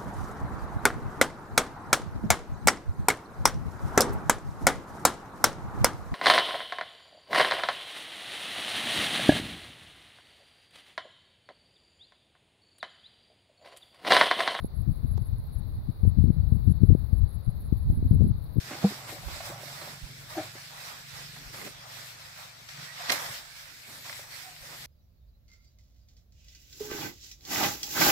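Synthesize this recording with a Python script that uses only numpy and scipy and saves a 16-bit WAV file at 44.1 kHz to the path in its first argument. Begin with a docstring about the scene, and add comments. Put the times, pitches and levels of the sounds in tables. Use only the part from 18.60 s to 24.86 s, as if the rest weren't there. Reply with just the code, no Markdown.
"""Leafy branches and grass, dragged by an elephant a few metres off, rustle as filtered noise, clicks and crackles.
Dull crunches and a knock are noise bursts through resonances; one hollow pop is a sum of damped modes.
A stem cracks in two bursts of bright noise that ring its modes, and faint creaks are wavering sines.
A low throb like a distant idling engine is a group of overtones with rumble; low noise and puffs are the wind."""
import sys
import numpy as np
from scipy import signal
from scipy.fft import rfft, irfft, next_fast_len
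from scipy.io import wavfile
from scipy.ndimage import uniform_filter1d

SR = 44100
rng = np.random.default_rng(int(sys.argv[2]) if len(sys.argv) > 2 else 0)


def put_to_file(sound):
    """Save the sound as 16-bit audio at rate SR, in the file named by the first command-line argument."""
    columns = np.atleast_2d(sound).T  # one column per channel
    safe = np.clip(columns, -1, 1)
    whole_steps = np.round(safe * 32767)
    wavfile.write(sys.argv[1], SR, whole_steps.astype(np.int16))


N = 276051
T = np.arange(N) / SR  # s
FFT_SIZE = next_fast_len(N, True)

# Spectral shape of the rustle: frequency_hz, density_db (per Hz)
LEAF_SPECTRUM = [(200, -1.5), (390, -9.5), (650, -4.5), (820, -4.5), (1050, -5.5), (2000, -1.5),
                 (2500, -3.5), (2900, -7), (3600, -3.5), (5400, -4), (6300, -9.5), (8100, -9), (8800, -15),
                 (13000, -13), (15500, -17.5)]
# Difference between the two ports: frequency_hz, left_minus_right_db
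PORT_DIFFERENCE = [(200, -4.5), (700, -5), (1700, -10), (2900, -2.5), (4800, -6.5), (6300, -4.5),
                   (8000, -5.5), (10000, -3.5), (15000, -6)]
# Likeness of the rustle at the two ports: frequency_hz, correlation (0 to 1)
PORT_CORRELATION = [(200, 0.44), (600, 0.68), (1200, 0.071), (5000, 0.1), (12000, 0.026)]
# Lag of the rustle at the right port, changing as the camera pans: time_s, right_port_lag_ms
PAN_LAG = [(0, 0.083), (1, 0.16), (2, 0.31), (3.2, 0.39), (4.2, 0.49), (5, 0.14), (6.26, 0.18)]
# Pulls on the foliage: start_s, rise_s, hold_s, leaf_db, tip_db, grind_db, rub_db
PULLS = [(0, 0.1, 0.052, -49, -56, -44.5, -60), (0.198, 0.029, 0.11, -43, -48.5, -47, -59),
         (0.456, 0.035, 0.023, -44.5, -47, -57, -63), (0.59, 0.15, 0.071, -44.5, -50, -49.5, -67),
         (0.805, 0.052, .03, -45.5, -46.5, -50, -69), (0.94, 0.13, 0.24, -46.5, -50, -52.5, -64),
         (1.679, 0.026, 0.13, -44, -49.5, -47.5, -62), (1.885, 0.088, 0.2, -55, -61, -61, -86),
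         (2.104, 0.12, 0.083, -45, -50, -52.5, -86), (2.522, 0.033, 0.077, -46, -51.5, -57, -63),
         (2.713, 0.04, 0.15, -54, -55, -58, -63.5), (2.92, .015, 0.085, -47.5, -48.5, -56, -58),
         (3.031, 0.021, 0.0076, -45.5, -45, -62, -52), (3.226, 0.1, 0.17, -45.5, -50, -54, -69),
         (3.57, 0.034, 0.15, -49.5, -56, -66, -91), (3.746, 0.032, 0.057, -47, -54, -56, -80),
         (4.085, 0.0033, .16, -45, -55, -54.5, -71), (4.266, 0.22, 0.029, -36.5, -46, -44, -66),
         (4.485, 0.0077, 0.068, -34, -39.5, -41, -48.5), (4.59, 0.0091, 0.087, -38, -41.5, -45, -57.5),
         (4.696, 0.029, 0.027, -40.5, -44, -52, -70), (4.763, 0.018, 0.013, -52, -57, -60, -67),
         (4.928, 0.041, 0.03, -48.5, -57, -80, -89), (5.251, 0.026, 0.11, -51.5, -51.5, -60, -60.5),
         (5.42, 0.043, 0.14, -43.5, -46.5, -61, -64), (5.673, 0.049, 0.1, -45, -49, -65, -73),
         (5.985, 0.095, .25, -46.5, -50.5, -59, -64.5)]
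# The quiet bed under the pulls: time_s, leaf_db, tip_db, grind_db, rub_db
QUIET_BED = [(0, -43.5, -49.5, -57.5, -61), (1.2, -49.5, -53.5, -50, -64), (1.45, -48.5, -54, -61, -66.5),
             (2.5, -46, -53, -58.5, -69), (3.2, -48, -58, -52.5, -68.5), (4.0, -50, -57.5, -60, -72.5),
             (5, -49, -54, -63.5, -73.5), (6.26, -50, -54, -57.5, -70.5)]
RELEASE_S = 0.097
RUB_HZ, STEMS_HZ, TIPS_HZ = 504, 1360, 7300  # where the four kinds of rustle hand over
PAN_DB, PAN_SWAY_DB = 4, 1.5  # left minus right: mean and rms sway
GRAINS_PER_S, GRAIN_SCATTER_DB, GRAIN_DB = 2500, 2, -5.5  # level relative to the swish
CRACKLES_PER_S, CRACKLE_DB, CRACKLE_T60_S = 120, -13.5, 0.043  # level relative to the swish
PATCH_DB, PATCH_PER_S = 1.5, 25  # rms flicker of each slice, and its rate

# Crunches of stems in mouth and trunk:
# start_s, level_db, centre_hz, spread_octaves, fall_t60_s, left_minus_right_db
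CRUNCH_EVENTS = [(.1, -38, 442, 1.1, 0.23, -3), (0.226, -39, 495, 0.83, 0.059, -24),
                 (.243, -28.5, 720, 0.12, 0.053, 7), (0.305, -37, 453, 0.64, 0.041, -1),
                 (.316, -40.5, 270, 0.55, 0.051, 3), (.485, -44, 700, 0.67, 0.15, -1),
                 (.518, -41.5, 467, 0.43, 0.11, 1), (.552, -48, 680, 0.48, 0.12, -2),
                 (.62, -48, 620, 0.42, 0.13, 0), (0.673, -45, 590, 0.78, 0.14, -1),
                 (.755, -47, 700, .3, 0.095, 6), (.8, -39, 830, 0.35, 0.082, 3),
                 (.832, -48, 690, 0.38, 0.088, 0), (.867, -49, 700, 0.38, 0.054, 0),
                 (0.892, -42.5, 420, 0.36, 0.1, -3), (.914, -45, 656, 0.54, 0.099, 0),
                 (.952, -47, 680, 0.33, 0.093, 0), (.982, -51, 700, 0.38, .08, 0),
                 (1.0, -49, 630, 0.25, 0.065, 2), (1.03, -43.5, 630, 0.25, 0.064, 3),
                 (1.072, -49, 720, 0.41, .1, 5), (1.102, -49, 740, .3, 0.084, 2),
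                 (1.206, -45.5, 670, 0.79, 0.19, 2), (1.27, -45.5, 600, .4, 0.075, 0),
                 (1.75, -42, 716, 0.23, 0.1, 0), (1.695, -62, 658, 1.3, .2, 0),
                 (1.95, -45.5, 476, 0.48, 0.055, 4), (2.76, -46, 895, 0.53, 0.06, -9),
                 (2.937, -49, 800, 0.6, 0.15, -1), (3.054, -48, 600, 0.6, 0.081, -4),
                 (3.068, -41, 750, .6, 0.057, -3), (4.497, -33, 550, 0.42, 0.1, -0.5),
                 (4.52, -44, 580, 0.45, 0.091, -2), (5.278, -51.5, 870, 0.9, 0.24, -1),
                 (5.44, -49.5, 1000, 0.16, 0.32, -7), (5.494, -48, 586, 0.18, 0.05, 0),
                 (5.591, -44, 550, 0.34, 0.042, -3), (6.03, -54, 600, 0.13, 0.08, -2)]
# Resonances of the hollow: frequency_hz, width_hz (of the first of two passes), level_db
HOLLOW_RESONANCES = [(270, 150, 6.5), (349.5, 41, 0.5), (494, 160, -9), (576, 46, -1), (716, 120, -1),
                     (950, 520, -3.5), (1600, 1700, 14)]
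# Resonances of the knock: frequency_hz, width_hz (of the first of two passes), level_db
KNOCK_RESONANCES = [(345, 46, 1), (497, 90, -23), (630, 44, 1.5), (750, 48, -4.5), (1360, 420, -14),
                    (1720, 170, -14), (2300, 230, -15)]
CRUNCH_RISE = 0.087  # rise time as a share of the fall
KNOCK_S, KNOCK_DB, KNOCK_RISE_S, KNOCK_T60_S = 1.76, -28.5, 0.027, 0.16

# Modes of the popped cavity: frequency_hz, level_db, decay_t60_s
CAVITY_MODES = [(204, 1, 0.1), (370, -8, 0.032), (495, -12, 0.08), (735, -10.5, 0.051)]
POP_S, POP_DB, POP_PUSH_S = 0.2411, -7, 0.0088
POP_LAG_S, POP_SETTLE_S = 0.00154, 0.012  # final delay of the loaded ring, and its time constant
POP_LOW_HZ = 45

# Fibres of the stem giving way: start_s, level_db, brightness_hz, left_minus_right_db, decay_t60_s
FIBRE_SNAPS = [(.491, -33, 1180, -3, .03), (.685, -39, 1060, -5, .025), (.805, -38, 1040, 0, .025),
               (1.215, -34.5, 950, -3, .03), (2.941, -38, 950, -6, .025), (2.945, -39, 2045, 4, .03),
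               (2.995, -35, 2100, -2, .05), (3.014, -33, 2050, -6, 0.042), (3.049, -33, 2400, 0, .03),
               (3.065, -34, 2090, -3, 0.027), (3.076, -34, 2300, -7, .03), (4.089, -34, 3020, -13, 0.026),
               (4.495, -26, 3500, -4, 0.027), (4.497, -12, 2120, -7.5, 0.009),
               (4.5012, -12, 2030, -6, 0.012), (4.5008, -16, 4000, -5, .01), (4.5024, -19, 2120, -3, 0.011),
               (4.5035, -14, 4010, -5, 0.017), (4.5041, -22, 7100, -5, 0.017),
               (4.5062, -17, 2000, -10, 0.012), (4.5166, -20, 11000, -8, 0.089),
               (4.5185, -18, 4500, -13, .03), (4.5213, -11.5, 4800, -1, 0.027),
               (4.5212, -15, 12700, 4, 0.13), (4.523, -16, 2300, 9, 0.023), (4.5275, -21, 3600, -8, 0.022),
               (4.5398, -27, 4000, -5, .015), (4.543, -26, 2220, -5, .02), (4.5519, -32, 1950, -9, 0.022),
               (4.5649, -31, 3750, -6, 0.015), (4.5794, -25, 1600, -6, 0.017), (4.59, -30, 1340, -3, .02),
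               (4.604, -34, 2000, -3, .02), (4.66, -32, 2000, -7, .03), (4.713, -33, 1900, -3, .025),
               (5.445, -43, 950, 1, 0.045), (5.496, -28.5, 1500, -6, 0.025), (5.528, -30, 2050, -2, 0.03),
               (5.536, -40, 1200, -2, 0.043), (5.555, -44, 1300, 1, .03), (5.964, -37.5, 2200, 0, 0.04)]
# Modes of the stem, levels relative to one another: frequency_hz, level_db, decay_t60_s
STEM_RESONANCES = [(566, -27, 0.05), (1215, -10, 0.17), (2133, 7.5, 0.026), (4070, 5, 0.017),
                   (5480, -2, 0.013)]
STEM_RING_DB = -8  # peak relative to the crack
SNAP_LAG_S, SNAP_WIDTH = 0.00017, 0.8  # width of the first pass as a share of the brightness

# Thin creaks of bent stems: start_s, level_db, pitch_hz, length_s, left_minus_right_db, flutter_db
STEM_CREAKS = [(4.282, -47.5, 1870, 0.051, -16, 1.5), (4.39, -48, 735, 0.031, -5, 5),
               (5.833, -56.5, 715, 0.153, -10, 4.5)]

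# Level of the low throb: time_s, level_db
THROB_LEVEL = [(0, -56), (.19, -51), (0.36, -53), (0.69, -48.5), (0.77, -56.5), (0.95, -47.5), (1.03, -57),
               (1.15, -53), (1.46, -48.5), (1.69, -55), (1.8, -49), (2.28, -60), (2.53, -53.5), (3.42, -56),
               (3.43, -58.5), (4.09, -60.5), (4.2, -48.5), (4.29, -58), (4.58, -55), (4.65, -59),
               (4.71, -50.5), (4.75, -68), (5.26, -66.5), (5.31, -57), (5.9, -64.5), (6.26, -55.5)]
# Beat rate of the throb: time_s, rate_hz
THROB_BEAT = [(0, 21.55), (.35, 22.07), (.54, 22.53), (1.25, 23.21), (1.74, 22.9), (2.04, 23.6),
              (2.54, 23.8), (2.94, 24.2), (4.04, 24.03), (4.2, 23.96), (4.39, 22.93), (4.9, 23.1),
              (5.21, 25.2), (5.51, 24.2), (6.26, 24.8)]
# The throb's loudest region: time_s, centre_hz
THROB_REGION = [(0, 125), (.6, 120), (1.0, 125), (1.4, 136), (1.8, 120), (2.1, 136), (2.7, 138.5),
                (3.2, 124), (3.8, 123), (4.15, 140), (4.5, 127), (5.0, 142), (5.4, 110), (5.8, 126),
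                (6.26, 134.9)]
THROB_SPREAD_HZ, THROB_WAVER = 26, 0.0041  # width of the region; rms share of the beat rate
THROB_FLICKER_DB, THROB_RUMBLE_DB = 2.5, -7  # rms flicker; rumble relative to the tones

# Mean level of the breeze: time_s, level_db
BREEZE_LEVEL = [(0.36, -64), (0.72, -44.5), (1.02, -65), (1.41, -56), (2.33, -65), (2.79, -56.5),
                (3.28, -65.5), (5.27, -65.5), (6.26, -63)]
# Wind puffs on the ports: start_s, peak_db, pitch_hz, left_minus_right_db, length_s
WIND_PUFFS = [(0.649, -31.5, 51.3, -32, 0.046), (0.713, -38, 86, -26, 0.035),
              (1.421, -33, 49.1, -29, 0.034), (2.519, -46.5, 90.3, -11, 0.041),
              (2.85, -42, 37.64, 21, 0.043), (6, -50, 37.1, -17, 0.038)]

LOW_CUT_HZ, TOP_HZ = 30, 15550


def undb(db):
    """Amplitude is ten to the power of a twentieth of the level."""
    return 10 ** (np.asarray(db) / 20)


def unit(x):
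    """Normalisation to an rms of one."""
    return x / np.sqrt(np.mean(x ** 2))


def at_times(table):
    """Linear interpolation of a (time, value) table at every sample."""
    return np.interp(T, *np.transpose(table))


def along(table, hz):
    """Interpolation of a (frequency, value) table on a logarithmic frequency axis."""
    f, value = np.transpose(table)
    return np.interp(np.log(hz + 1), np.log(f), value)


def ears(pan_db):
    """Level difference between the ports: left and right gains that sum to two."""
    gains = undb(np.array([np.minimum(pan_db, 0), np.minimum(-pan_db, 0)]))
    return gains * 2 / (1 + undb(-np.abs(pan_db)))


def resonate(x, hz, width_hz):
    """Two-pole resonance with unit gain at the centre."""
    return signal.lfilter(*signal.iirpeak(hz, hz / width_hz, SR), x)


def ring(modes, seconds):
    """Modal superposition: a sum of exponentially damped sines."""
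    t = T[:int(seconds * SR)]
    return sum(undb(db - 60 * t / t60) * np.sin(2 * np.pi * hz * t) for hz, db, t60 in modes)


def add(out, start_s, sound):
    """Linear superposition of a sound from its starting time."""
    i = int(start_s * SR)
    out[:, i:i + sound.shape[-1]] += sound[..., :N - i]


def walk(rate):
    """Slow random modulation: levels drawn at a rate, joined by slopes, with an rms of one."""
    k = int(SR / rate)
    steps = np.repeat(rng.standard_normal(N // k + 1), k)
    return unit(uniform_filter1d(steps, k)[:N])


def back(spectrum):
    """Inverse Fourier transform, from spectrum to sound."""
    return irfft(spectrum, FFT_SIZE)[..., :N]


def foliage():
    """Noise textures: leaf ticks and crackles over a soft swish, split into four bands with their own swells."""
    leaf_db, tip_db, grind_db, rub_db = effort()
    pan_db = PAN_DB + PAN_SWAY_DB * walk(12)
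    swish = rng.standard_normal((3, N))
    ticks = undb(GRAIN_DB) * unit(scatter(GRAINS_PER_S))
    near, *own = swish + ticks + undb(CRACKLE_DB) * crackles()
    late = np.interp(T - at_times(PAN_LAG) / 1000, T, near)

    hz = np.fft.rfftfreq(FFT_SIZE, 1 / SR)
    alike = np.clip(along(PORT_CORRELATION, hz), 0, 1)
    shared = rfft(np.array([near, late]), FFT_SIZE)
    separate = rfft(np.array(own), FFT_SIZE)
    both = np.sqrt(alike) * shared + np.sqrt(1 - alike) * separate
    port_db = along(PORT_DIFFERENCE, hz) / 2
    both = both * undb(along(LEAF_SPECTRUM, hz) + np.array([port_db, -port_db]))
    both = both / (1 + (190 / (hz + 1)) ** 6)  # leaves have no bass

    # Each low-pass share includes those below it, so differences give the bands
    rub, low, mid = (1 / (1 + (hz / edge) ** 12) for edge in (RUB_HZ, STEMS_HZ, TIPS_HZ))
    jolts_db = 0.54 * walk(19)  # leaves and tips are shaken together
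    kinds = [
        (back(both * rub), rub_db + 3.14 * walk(19)),
        (back(both * (low - rub)), grind_db + 2.66 * walk(18)),
        (patches(both * (mid - low), hz), leaf_db + jolts_db),
        (patches(both * (1 - mid), hz), tip_db + jolts_db),
    ]
    return ears(pan_db) * sum(unit(sound) * undb(db) for sound, db in kinds)


def effort():
    """Addition of powers: each pull rises, holds and lets go over a quiet bed; gives four levels in dB."""
    s, *bed = np.transpose(QUIET_BED)
    power = undb(2 * np.array([np.interp(T, s, db) for db in bed]))
    for start_s, rise, hold, *db in PULLS:
        t = T[:int((rise + hold + RELEASE_S) * SR)]
        shape = np.clip(t / rise, 0, 1) * np.clip(1 - (t - rise - hold) / RELEASE_S, 0, 1)
        add(power, start_s, undb(2 * np.array(db))[:, None] * shape ** 2)
    return 10 * np.log10(power)


def scatter(per_s):
    """Random impulses, a few of them much bigger; one row shared and one for each port."""
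    chance, sign, size = rng.random((3, 3, N))
    clicks = (chance < per_s / SR) * np.sign(sign - .5)
    return clicks * undb(-GRAIN_SCATTER_DB * np.log(size + 1e-9))


def crackles():
    """Exponential decay: small stalks break as clicks, each a short tail of noise."""
    fade = np.exp(-np.log(1000) / (CRACKLE_T60_S * SR))  # decay per sample
    tails = signal.lfilter([1], [1, -fade], np.abs(scatter(CRACKLES_PER_S)))
    return unit(tails * rng.standard_normal((3, N)))


def patches(spectrum, hz):
    """Independent band modulation: leaves of each size stir on their own in fifth-octave slices."""
    slice_of = np.floor(5 * np.log2(hz + 1))
    return sum(back(spectrum * (slice_of == k)) * undb(PATCH_DB * walk(PATCH_PER_S))
               for k in np.unique(slice_of[hz > 700]))


def crunches():
    """Resonant filtering: each crunch favours the hollow's resonances near its centre; one knock is added."""
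    out = np.zeros((2, N))
    knock_body = [(f, w, undb(db)) for f, w, db in KNOCK_RESONANCES]
    knock = burst(knock_body, KNOCK_RISE_S, KNOCK_T60_S)
    add(out, KNOCK_S, undb(KNOCK_DB) * ears(2.0)[:, None] * knock)
    for start_s, db, hz, spread, t60, pan_db in CRUNCH_EVENTS:
        body = [(f, w, undb(g) * np.exp(-.5 * (np.log2(f / hz) / spread) ** 2))
                for f, w, g in HOLLOW_RESONANCES]
        crunch = burst(body, CRUNCH_RISE * t60, t60)
        add(out, start_s, undb(db) * ears(pan_db)[:, None] * crunch)
    return out


def burst(body, rise, t60):
    """Noise through parallel (Hz, width Hz, gain) resonances under a smooth rise and exponential decay."""
    size, settle = SR // 4, SR // 20
    t, noise = T[:size], rng.standard_normal((len(body), size + settle))
    tone = sum(g * unit(resonate(resonate(n, f, w), f, 2 * w)) for (f, w, g), n in zip(body, noise))
    tone = tone[settle:]  # the filters have settled
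    swell = np.sin(np.pi / 2 * np.minimum(t / rise, 1)) ** 2
    swell = swell * undb(-60 * np.maximum(t - rise, 0) / t60)
    return unit(tone * swell) * np.sqrt(np.mean(swell ** 2))


def pop():
    """Modes of a struck cavity: the push takes milliseconds, and the pitch starts low under the load."""
    out, t = np.zeros((2, N)), T[:SR // 4]
    loaded = t - POP_LAG_S * (1 - np.exp(-t / POP_SETTLE_S))
    sound = np.interp(loaded, t, ring(CAVITY_MODES, .25))
    push = np.minimum(t / POP_PUSH_S, 1) ** 0.6
    add(out, POP_S, -undb(POP_DB) * sound * push)
    return signal.sosfilt(signal.butter(2, POP_LOW_HZ, "high", fs=SR, output="sos"), out)


def snaps():
    """Impulsive excitation: each tear is a bright crack that rings the stem and reaches the left port first."""
    out, stem = np.zeros((2, N)), ring(STEM_RESONANCES, .08)
    size = SR // 10
    noises = rng.standard_normal((len(FIBRE_SNAPS), 3, size))  # one shared row, one for each port
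    for (start_s, db, hz, pan_db, t60), noise in zip(FIBRE_SNAPS, noises):
        noise[0, 0] = 26  # the first fibre goes with a sharp tick
        tear = (noise[0] + 3.25 * noise[1:]) * undb(-60 * T[:size] / t60)
        crack = resonate(resonate(tear, hz, SNAP_WIDTH * hz), hz, 1.0 * hz)
        rung = signal.fftconvolve(tear, stem[None])[:, :size]
        sound = crack / np.abs(crack).max() + undb(STEM_RING_DB) * rung / np.abs(rung).max()
        add(out, start_s, undb(db) * ears(pan_db)[:, None] * sound)
    out[1] = np.roll(out[1], int(SNAP_LAG_S * SR))
    return out


def creaks():
    """Phase and amplitude modulation: faint sines waver in pitch and flutter in level."""
    out = np.zeros((2, N))
    for start_s, db, hz, length, pan_db, flutter_db in STEM_CREAKS:
        t = T[:int(length * SR)]
        waver = 3.7 * walk(25.3)[:len(t)] + 0.25 * flutter_db * walk(88)[:len(t)]  # radians
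        flutter = undb(flutter_db * walk(76)[:len(t)])
        envelope = np.sin(np.pi * t / length) ** 0.21 * flutter
        tone = np.sin(2 * np.pi * hz * t + waver)
        add(out, start_s, undb(db) * ears(pan_db)[:, None] * envelope * tone)
    return out


def throb():
    """Beating of harmonics: overtones 3 to 8 of a slow beat, each flickering a little, with rumble between."""
    rate = at_times(THROB_BEAT) * (1 + THROB_WAVER * walk(5.9))
    turns = np.cumsum(rate) / SR
    centre, rate = at_times(THROB_REGION), np.gradient(turns) * SR
    tones = np.zeros(N)
    for k in range(3, 9):
        weight = np.exp(-.5 * ((k * rate - centre) / THROB_SPREAD_HZ) ** 2)
        flicker = undb(THROB_FLICKER_DB * walk(7))
        tones += weight * flicker * np.sin(2 * np.pi * k * turns + 0.5 * walk(4))
    rumble = resonate(resonate(rng.standard_normal(N), 132, 67), 133, 86)
    mix = unit(unit(tones) + undb(THROB_RUMBLE_DB) * unit(rumble))
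    return mix * undb(at_times(THROB_LEVEL))


def wind():
    """Slow pressure swings: low noise, unrelated on the two ports, is a faint breeze; short pulses are puffs."""
    breeze = unit(resonate(resonate(rng.standard_normal((2, N)), 46, 82), 59, 83))
    out = breeze * undb(at_times(BREEZE_LEVEL) + 1.9 * walk(5.2))
    for start_s, db, hz, pan_db, length in WIND_PUFFS:
        t = T[:int(length * SR)]
        swing = np.sin(np.pi * t / length) ** 2 * np.cos(2 * np.pi * hz * (t - length / 2))
        add(out, start_s, undb(db) * ears(pan_db)[:, None] * swing)
    return out


def scene():
    """Linear superposition of all the sources."""
    return foliage() + crunches() + pop() + snaps() + creaks() + throb() + wind()


def record(dry):
    """Band limiting: the microphone loses the deepest bass and the recorder cuts the top steeply."""
    thin = signal.sosfilt(signal.butter(2, LOW_CUT_HZ, "high", fs=SR, output="sos"), dry)
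    return signal.sosfilt(signal.ellip(10, .2, 80, TOP_HZ, fs=SR, output="sos"), thin)


dry = scene()
out = record(dry)
put_to_file(out)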